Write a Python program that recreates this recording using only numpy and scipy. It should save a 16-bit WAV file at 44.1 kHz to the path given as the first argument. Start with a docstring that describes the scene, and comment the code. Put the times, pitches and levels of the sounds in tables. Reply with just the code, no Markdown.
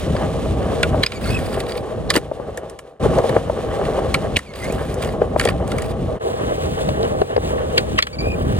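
"""A skateboard clacks and knocks on concrete and a steel ledge edge, in three tries played one after another.
Blows are noise bursts ringing steel and deck; knocks are short sagging deck notes; squeaks are wavering tones.
Scrapes are coloured grains, and narrow noise swells briefly into some blows. Under them wheels roll over
rough concrete, made of random bumps; this drops away after some blows and fades at the cuts between tries."""
import sys
import numpy as np
from scipy import signal
from scipy.fft import rfft, irfft
from scipy.io import wavfile
from scipy.ndimage import uniform_filter1d

SR = 44100
rng = np.random.default_rng(int(sys.argv[2]) if len(sys.argv) > 2 else 0)


def dump_mix(stems):
    """Bounce the given channels to the path in sys.argv[1] as a 16-bit WAV at rate SR."""
    frames = np.atleast_2d(stems).T  # one column per channel
    limited = np.clip(frames, -1, 1)  # hard clip at full scale
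    pcm = np.round(limited * 32767).astype(np.int16)
    wavfile.write(sys.argv[1], SR, pcm)


N = 378819

# notes of the wooden deck: f/Hz, width/Hz, level/dB
DECK_RINGS = [(394, 152.5, -4), (484, 96.4, 2.5), (536.8, 64, 1), (636.5, 53.5, -2.5), (790.6, 52, -7.5),
              (1140, 153, -16)]
# rings of the axles and the ledge edge: f/Hz, width/Hz, level/dB
STEEL_RINGS = [(1070, 200, 3.5), (1376, 53, 7.5), (1813, 300, 3.5), (2354, 206, 4), (2824, 210, 1),
               (3375, 260, 1), (3890, 350, -2), (4786, 210, 2.5)]
# joins between the tries: t/s, rolling fades out over/s, fades back in over/s
TRY_CUTS = [(2.995, 1, 0.039), (6.195, 0.041, 0.033)]


def undb(db):
    """Turn dB into a gain."""
    return 10 ** (np.asarray(db) / 20)


def unit(x):
    """Scale to an rms of 1."""
    return x / np.sqrt(np.mean(x ** 2))


def along_hz(points, size):
    """Read a (f/Hz, value) table at every bin of a transform, evenly in log frequency."""
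    hz, value = np.transpose(points)
    return np.interp(np.log(np.fft.rfftfreq(size, 1 / SR) + 1), np.log(hz + 1), value)


def colour(x, points):
    """Filter by a (f/Hz, level/dB) table."""
    size = x.shape[-1]
    return irfft(rfft(x) * undb(along_hz(points, size)), size)


def ring(x, hz, width_hz):
    """Make one resonance ring, with a gain of 1 at its centre."""
    b, a = signal.iirpeak(min(hz, .45 * SR), hz / width_hz, SR)
    return signal.lfilter(b, a, x)


def body(x, modes):
    """Make several resonances ring side by side, with alternating signs."""
    return sum((-1) ** k * undb(db) * ring(x, hz, width) for k, (hz, width, db) in enumerate(modes))


def struck(modes):
    """Shift and weight the same rings at random, as the place of a blow would."""
    chance = rng.standard_normal((len(modes), 2))
    return [(hz * (1 + .03 * a), width, db + 2 * b) for (hz, width, db), (a, b) in zip(modes, chance)]


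def walk(rate):
    """Wander at random: levels held for 1 / rate seconds, smoothed twice, rms 1."""
    k = int(SR / rate)
    steps = np.repeat(rng.standard_normal(N // k + 1), k)
    smooth = uniform_filter1d(uniform_filter1d(steps, k), k)
    return unit(smooth[:N])


def stones(rate, spread_db):
    """Make random bumps like grains in concrete, rate per second, a few of them much larger."""
    hit = rng.random(N) < rate / SR
    return unit(hit * rng.standard_normal(N) * undb(spread_db * rng.exponential(size=N)))


def blow(t, rise_s, tail_db, tail_t60):
    """Shape a contact force that swells and eases off, peak near 1, with a faint tail."""
    push = t / rise_s * np.exp(.5 - .5 * (t / rise_s) ** 2)
    tail = undb(tail_db - 60 * t / tail_t60) * np.tanh(t / rise_s)
    return push + tail


def add(out, s, sound):
    """Mix a sound in at s seconds."""
    i = int(s * SR)
    out[i:i + len(sound)] += sound[:N - i]


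def roll_levels():
    """Give drone, rumble, grit and hiss levels in dB: a curve for each try, drops after blows, fades at cuts."""
    # rolling, one list for each try: t/s, deck drone/dB, rumble/dB, treble/dB
    roll_curves = [
        [(0, -29.5, -25, -39), (.3, -24, -20.5, -39), (1.0, -24, -22, -39), (1.35, -29, -19.5, -42),
         (1.7, -26, -32.5, -47), (2.15, -28.5, -22, -46.5), (2.6, -25, -32.5, -43.5)],
        [(3.0, -19, -19.5, -36), (3.37, -19.5, -22.5, -36.5), (3.41, -27.5, -26.5, -43.5),
         (3.75, -22.5, -27, -39), (4.35, -24.5, -22, -40), (4.85, -25.5, -27, -45.5), (5.25, -24, -24, -45.5),
         (5.65, -27, -22.5, -45), (6.15, -26.5, -25, -47)],
        [(6.2, -22.5, -32.5, -37.5), (6.9, -23.5, -23, -37.5), (7.2, -22, -27.5, -40.5),
         (7.9, -24, -25.5, -37.5), (8.38, -25, -22, -45.5), (8.59, -26, -21, -33.5)],
    ]
    # dips of the rolling after a blow: t/s, depth/dB, stays down/s, climbs back over/s
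    dips = [(1.045, -14, 0.016, 0.19), (2.185, -7.5, 0.04, 0.2), (4.374, -21, 0.066, 0.23),
            (7.225, -6, 0.033, 0.29), (7.99, -14.5, 0.091, 0.16)]
    t = np.arange(N) / SR
    which = np.searchsorted(np.array(TRY_CUTS)[:, 0], t)

    def follow(column):
        """Read one column of the curves, each try in its own time."""
        tries = [np.array(curve) for curve in roll_curves]
        return np.choose(which, [np.interp(t, c[:, 0], c[:, column]) for c in tries])

    drop, fade = np.zeros(N), np.zeros(N)
    for s, db, stay, climb in dips:
        drop += np.interp(t - s, np.cumsum([0, 0.017, stay, climb]), [0, db, db, 0])  # falls in 0.017 s
    for s, fade_out, fade_in in TRY_CUTS:
        fade += 20 * np.log10(np.interp(t - s, [-fade_out, 0, fade_in], [1, .02, 1]))
    drone = follow(1) + drop
    rumble = follow(2) + 0.92 * drop
    hiss = follow(3) + 0.43 * drop
    # grit lies between drone and hiss, with an offset in dB for each try
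    grit = drone + 0.44 * (hiss - drone) + np.array([-11, -10, -6.5])[which]
    return drone + fade, rumble + fade, grit + fade, hiss + fade


def rolling(drone_db, rumble_db, grit_db, hiss_db):
    """Shake deck, wheels and bearings with random bumps; drone, grit and hiss swell together on rough patches."""
    # colours of the rumble, the grit and the hiss: f/Hz, level/dB
    rumble_colour = [(25, -31), (43, -5), (65, -1), (184, -6.5), (270, -10), (400, -16.5), (520, -37),
                     (880, -120)]
    grit_colour = [(530, -44), (900, -1.5), (1280, 0), (1660, -2.5), (2580, -16.5), (3050, -7), (3900, -38),
                   (5500, -42), (7150, -41), (12100, -120)]
    hiss_colour = [(3500, 5.5), (5000, -3), (9500, -4.5), (12500, -16.5), (16300, -11)]
    patch = walk(30)
    gusts_db = 2.2 * walk(14)  # the rumble swells on its own
    rumble = unit(colour(stones(2500, 1.36), rumble_colour)) * undb(rumble_db + gusts_db)
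    drone = unit(body(stones(1500, 1.2), DECK_RINGS)) * undb(drone_db + 2.0 * patch)
    grains = colour(stones(1500, 0.98), grit_colour)
    ringing_grains = unit(grains + 0.32 * body(grains, STEEL_RINGS))
    grit = ringing_grains * undb(grit_db + 2.5 * patch + 2.95 * walk(40))
    hiss = unit(colour(stones(9800, 0.45), hiss_colour))
    hiss = hiss * undb(hiss_db + 0.84 * patch + 2.0 * walk(30))
    return rumble + drone + grit + hiss


def scrapes():
    """Drag wood and rubber over grit: dense grains in bursts, where each catch sets off one ring of the steel."""
    # deck sliding on the ledge, shoes scuffing: t/s, length/s, level/dB, level change/dB
    drags = [(1.12, 0.095, -48, 4), (1.2, 0.429, -34, -5), (1.676, 0.15, -30, -17.5),
             (2.127, 0.07, -24.5, -5), (4.541, 0.41, -38, -6.5), (5.007, 0.14, -36, -8),
             (5.364, 0.153, -35, 0), (5.658, 0.27, -42, 5.5), (8.185, 0.36, -45, 0.5)]
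    # colour of the grains: f/Hz, level/dB
    drag_colour = [(900, 1), (1600, 7.5), (2600, -2), (4200, -6), (5800, -11), (9000, 0), (12500, -11),
                   (16300, -4)]
    catches = unit(sum(body(stones(350, 1.1), [mode]) for mode in STEEL_RINGS))
    grains = unit(colour(stones(9000, 1.2), drag_colour))
    grit = unit(grains + catches) * undb(2.9 * walk(60) + 1.7 * walk(200))
    gain = np.zeros(N)
    for s, length, db, change_db in drags:
        i = np.arange(int(s * SR), min(int((s + length) * SR), N))
        edges = signal.windows.tukey(len(i), min(0.044 * SR / len(i), 1))
        gain[i] += undb(db + change_db * (i / SR - s) / length) * edges
    return gain * grit


def swells():
    """Narrow noise that swells briefly into a blow."""
    # noise before a blow: ends at t/s, level at the end/dB, centre f/Hz
    lead_ins = [(1.036, -21, 3040), (2.102, -25, 4000), (4.37, -8.5, 2780), (7.779, -20, 2800),
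                (7.986, -16, 2700)]
    out, t = np.zeros(N), np.arange(int(SR / 10)) / SR
    rise = np.exp(-(t[::-1] / 0.0068) ** 2)  # nearly all in the last 0.01 s
    for s, db, hz in lead_ins:
        noise = rng.standard_normal(len(t))
        narrow = unit(ring(ring(noise, hz, 1200), hz, 1200))
        add(out, s - len(t) / SR, undb(db) * narrow * rise)
    return out


def squeaks():
    """Rubber sticks and slips on the edge at a wavering rate: a rough tone whose two overtones come and go."""
    # t/s, length/s, first slip rate/Hz, last/Hz, level/dB, level change/dB, 2nd multiple/dB, 3rd multiple/dB
    slips = [(1.132, 0.022, 2600, 2350, -38, -2, -46, -52), (1.156, 0.034, 2330, 2230, -41, 2, -44, -51),
             (1.236, 0.012, 2680, 2550, -30, -1, -50, -65), (1.24, 0.068, 2150, 2150, -39, -5, -39, -58),
             (1.3, 0.038, 2480, 2580, -31.5, -5, -50, -60), (1.342, 0.037, 2600, 2500, -26, 0, -46, -43),
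             (4.461, 0.064, 2390, 2100, -49, 2, -59, -68), (4.59, 0.03, 2300, 2000, -40, 0, -54, -56),
             (4.624, 0.048, 1960, 2170, -33.5, 2, -55, -50), (4.676, .03, 2300, 2200, -52, 2, -46, -51),
             (4.698, 0.0174, 2070, 2560, -32, -6, -60, -62), (8.126, 0.034, 2310, 2270, -39, -2, -41, -57),
             (8.184, 0.038, 2330, 2300, -31.5, -4, -32, -54), (8.216, 0.11, 2350, 2473, -36.5, 6, -49, -60),
             (8.308, 0.043, 2507, 2380, -38, 5, -54, -52)]
    settle_s = 0.049  # pace at which the slip rate closes in on its last value
    out, waver, flutter = np.zeros(N), walk(900), walk(170)
    broken = walk(250), walk(250)
    for s, length, first_hz, last_hz, db, change_db, *overs_db in slips:
        i = np.arange(int(s * SR), int((s + length) * SR))
        t = i / SR - s
        settled = (1 - np.exp(-t / settle_s)) / (1 - np.exp(-length / settle_s))
        rate_hz = first_hz + (last_hz - first_hz) * settled
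        rate_hz = rate_hz * (1 + 0.016 * waver[i] + .006 * flutter[i])
        phase = 2 * np.pi * np.cumsum(rate_hz) / SR
        tone = undb(db + change_db * t / length) * np.sin(phase)
        for multiple, over_db, breaks in zip((2, 3), overs_db, broken):
            tone += undb(over_db + 5 * np.minimum(breaks[i], 1)) * np.sin(multiple * phase)
        edges = signal.windows.tukey(len(i), min(0.0067 * SR / len(i), 1))
        stutter = undb(3.8 * np.minimum(flutter[i] + .6 * waver[i], 1))
        out[i] += np.sqrt(2) * stutter * edges * tone
    return out


def knocks():
    """A soft wheel pushes for a few ms, so the deck's note jumps up, holds some cycles and stops."""
    # wheels dropping into seams, deck slapping down: t/s, level/dB, pitch f/Hz
    thumps = [(0.15, -12.5, 548), (0.944, -9.5, 576), (2.154, -9.5, 390), (2.163, -12, 477),
              (2.168, -7, 296), (2.314, -14, 572), (2.398, -18.5, 513), (3.038, -11.5, 500),
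              (3.059, -5.5, 424), (3.185, -5.5, 580), (3.241, -7, 498), (3.293, -12, 497),
              (3.364, 1.5, 458), (3.497, -9, 570), (3.988, -12.5, 637), (5.217, -2.5, 467),
              (5.361, -5, 607), (5.454, -8, 460), (6.887, -10.5, 610), (7.216, -2.5, 410),
              (7.363, -4.5, 510), (7.377, -7.5, 480), (7.775, -12.5, 403), (7.945, -16, 305)]
    out, t = np.zeros(N), np.arange(int(SR / 5)) / SR
    hold = np.exp(-(t / 0.0066) ** 3)
    tail = undb(-14 - 60 * t / 0.07)
    shape = np.tanh(t / 0.0009) * (hold + tail)
    for s, db, hz in thumps:
        turns = 2 * np.pi * hz * (t + 0.00041 * (1 - np.exp(-t / 0.00082)))  # starts sharp, then sags
        note = np.sin(turns) + 0.25 * np.sin(1.636 * turns)
        rattle = unit(body(rng.standard_normal(len(t)), DECK_RINGS))
        add(out, s, undb(db) * shape * (note + 0.5 * rattle))
    return out


def clacks():
    """A short hard burst of noise rings the steel, the deck and the place struck; a bright crack rides on top."""
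    # tail, axles and shoes hitting concrete or steel: t/s, level/dB, centre f/Hz, crack against the rest/dB
    hits = [(0.165, -17, 1200, -22), (0.831, 0, 2150, -10.5), (1.034, -1.5, 2990, -19),
            (1.063, -5, 3830, -33), (1.12, -16.5, 2940, -18), (1.603, -18, 4020, -2),
            (1.666, -25.5, 3800, -7), (1.694, -24, 4000, -15), (1.72, -19, 3570, -12),
            (1.753, -23.5, 3200, -24), (1.777, -24, 3740, -22), (2.103, -1, 4300, -10),
            (2.1078, -9.5, 1500, -12), (2.1392, -13, 3770, -14), (2.155, -7, 1530, -10),
            (2.163, -5, 1630, -2.5), (2.575, -18.5, 1690, 0.5), (2.6984, -35.5, 3400, 7.5),
            (2.7906, -26, 1540, 0.5), (3.186, -16.5, 1350, -7), (3.294, -14.5, 1520, -7),
            (3.852, -23, 1280, -14), (4.143, -1, 2550, -10.5), (4.147, -12, 1270, -29),
            (4.369, -5.5, 2830, -6), (4.39, -17.5, 1900, -5), (4.537, -27, 2740, -13),
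            (4.6433, -26.5, 2080, 2), (4.7251, -31, 1360, 10), (4.943, -33.5, 1300, 12.5),
            (5.0085, -30, 3600, -9), (5.026, -30, 4700, 6.5), (5.048, -22.5, 2050, -3),
            (5.089, -24, 2030, -20), (5.397, -2, 1500, -10), (5.412, -9.5, 1740, -7),
            (5.439, -18, 1810, -19), (5.453, -11, 2340, -0.5), (5.473, -11, 1570, -22),
            (5.4877, -5.5, 1380, -13), (5.507, -20, 1290, -21.5), (5.678, -29.5, 1500, 5.5),
            (5.718, -18, 1970, -3), (5.784, -16.5, 1380, -5), (5.8218, -22.5, 1610, 3),
            (6.889, -16.5, 3040, -9), (7.029, -20, 2880, -22), (7.216, -18, 2880, -22),
            (7.3643, -15.5, 2380, -31), (7.779, 2, 2740, -46), (7.9876, 2, 1810, -41),
            (8.0028, -16, 2900, -30), (8.025, -3, 3700, -40), (8.0694, -14.5, 2150, -14)]
    crack_colour = [(4500, -3.5), (6200, 1), (8000, 3), (10500, -0.5), (15000, -13.5)]  # f/Hz, level/dB
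    out, t = np.zeros(N), np.arange(int(SR / 5)) / SR
    for s, db, hz, top_db in hits:
        push = rng.standard_normal((2, len(t)))
        burst = blow(t, 0.0023, -6, 0.055) * push[0]
        steel = 3 * body(ring(burst, hz, 1.1 * hz), struck(STEEL_RINGS))
        place = ring(burst, hz, 0.5 * hz)
        deck = 1.2 * body(burst, DECK_RINGS)
        tone = steel + place + deck
        crack = blow(t, 0.0012, -7, 0.072) * colour(push[1], crack_colour)
        sound = tone / np.abs(tone).max() + undb(top_db) * crack / np.abs(crack).max()
        add(out, s - .0015, undb(db) * sound)  # early start, so the force peaks near s
    return out


def ports(x, phase, shading):
    """Let each of two microphone openings hear the sound with its own phase and shading."""
    # left minus right at full shading: f/Hz, level/dB
    balance = [(300, 0.5), (700, 1), (1300, -1), (2400, -1), (4400, -4.5), (8000, -0.5)]
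    half = np.exp(.5j * along_hz(phase, N)) * undb(shading * along_hz(balance, N) / 2)
    return irfft(rfft(x) * np.array([half, 1 / half]), N)


def scene():
    """Hear all sounds through both openings; rolling, scrapes, knocks and clacks also scatter from the sides."""
    # share arriving from the sides: f/Hz, level/dB
    side_share = [(40, -15.5), (250, -8.5), (1000, -11), (12000, -17)]
    # left minus right phase in the first two tries, then in the last: f/Hz, phase/rad
    early_phase = [(100, 0), (950, .6), (4400, 1.5), (8000, 1.3), (9560, 0), (11700, -3.1), (16000, -9.8)]
    late_phase = [(100, 0), (380, -1.5), (700, -2.2), (1300, -2.6), (3600, -2), (5600, -3.1), (8100, -5.1),
                  (16000, -12.8)]
    levels = roll_levels()
    near = rolling(*levels) + scrapes() + swells() + squeaks() + knocks() + clacks()
    # fresh random draws, opposite in sign left and right
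    scattered = colour(rolling(*levels) + scrapes() + knocks() + clacks(), side_share)
    both = near + scattered * np.array([[1], [-1]])
    last_try = np.arange(N) > TRY_CUTS[1][0] * SR
    return np.where(last_try, ports(both, late_phase, 0), ports(both, early_phase, 1))


def record(dry):
    """Round off the loudest peaks and cut the top of the treble."""
    ceiling, top_hz = .93, 16250
    rounded = ceiling * np.tanh(dry / ceiling)
    return signal.sosfilt(signal.ellip(12, .2, 70, top_hz, fs=SR, output="sos"), rounded)


dry = scene()
out = record(dry)
dump_mix(out)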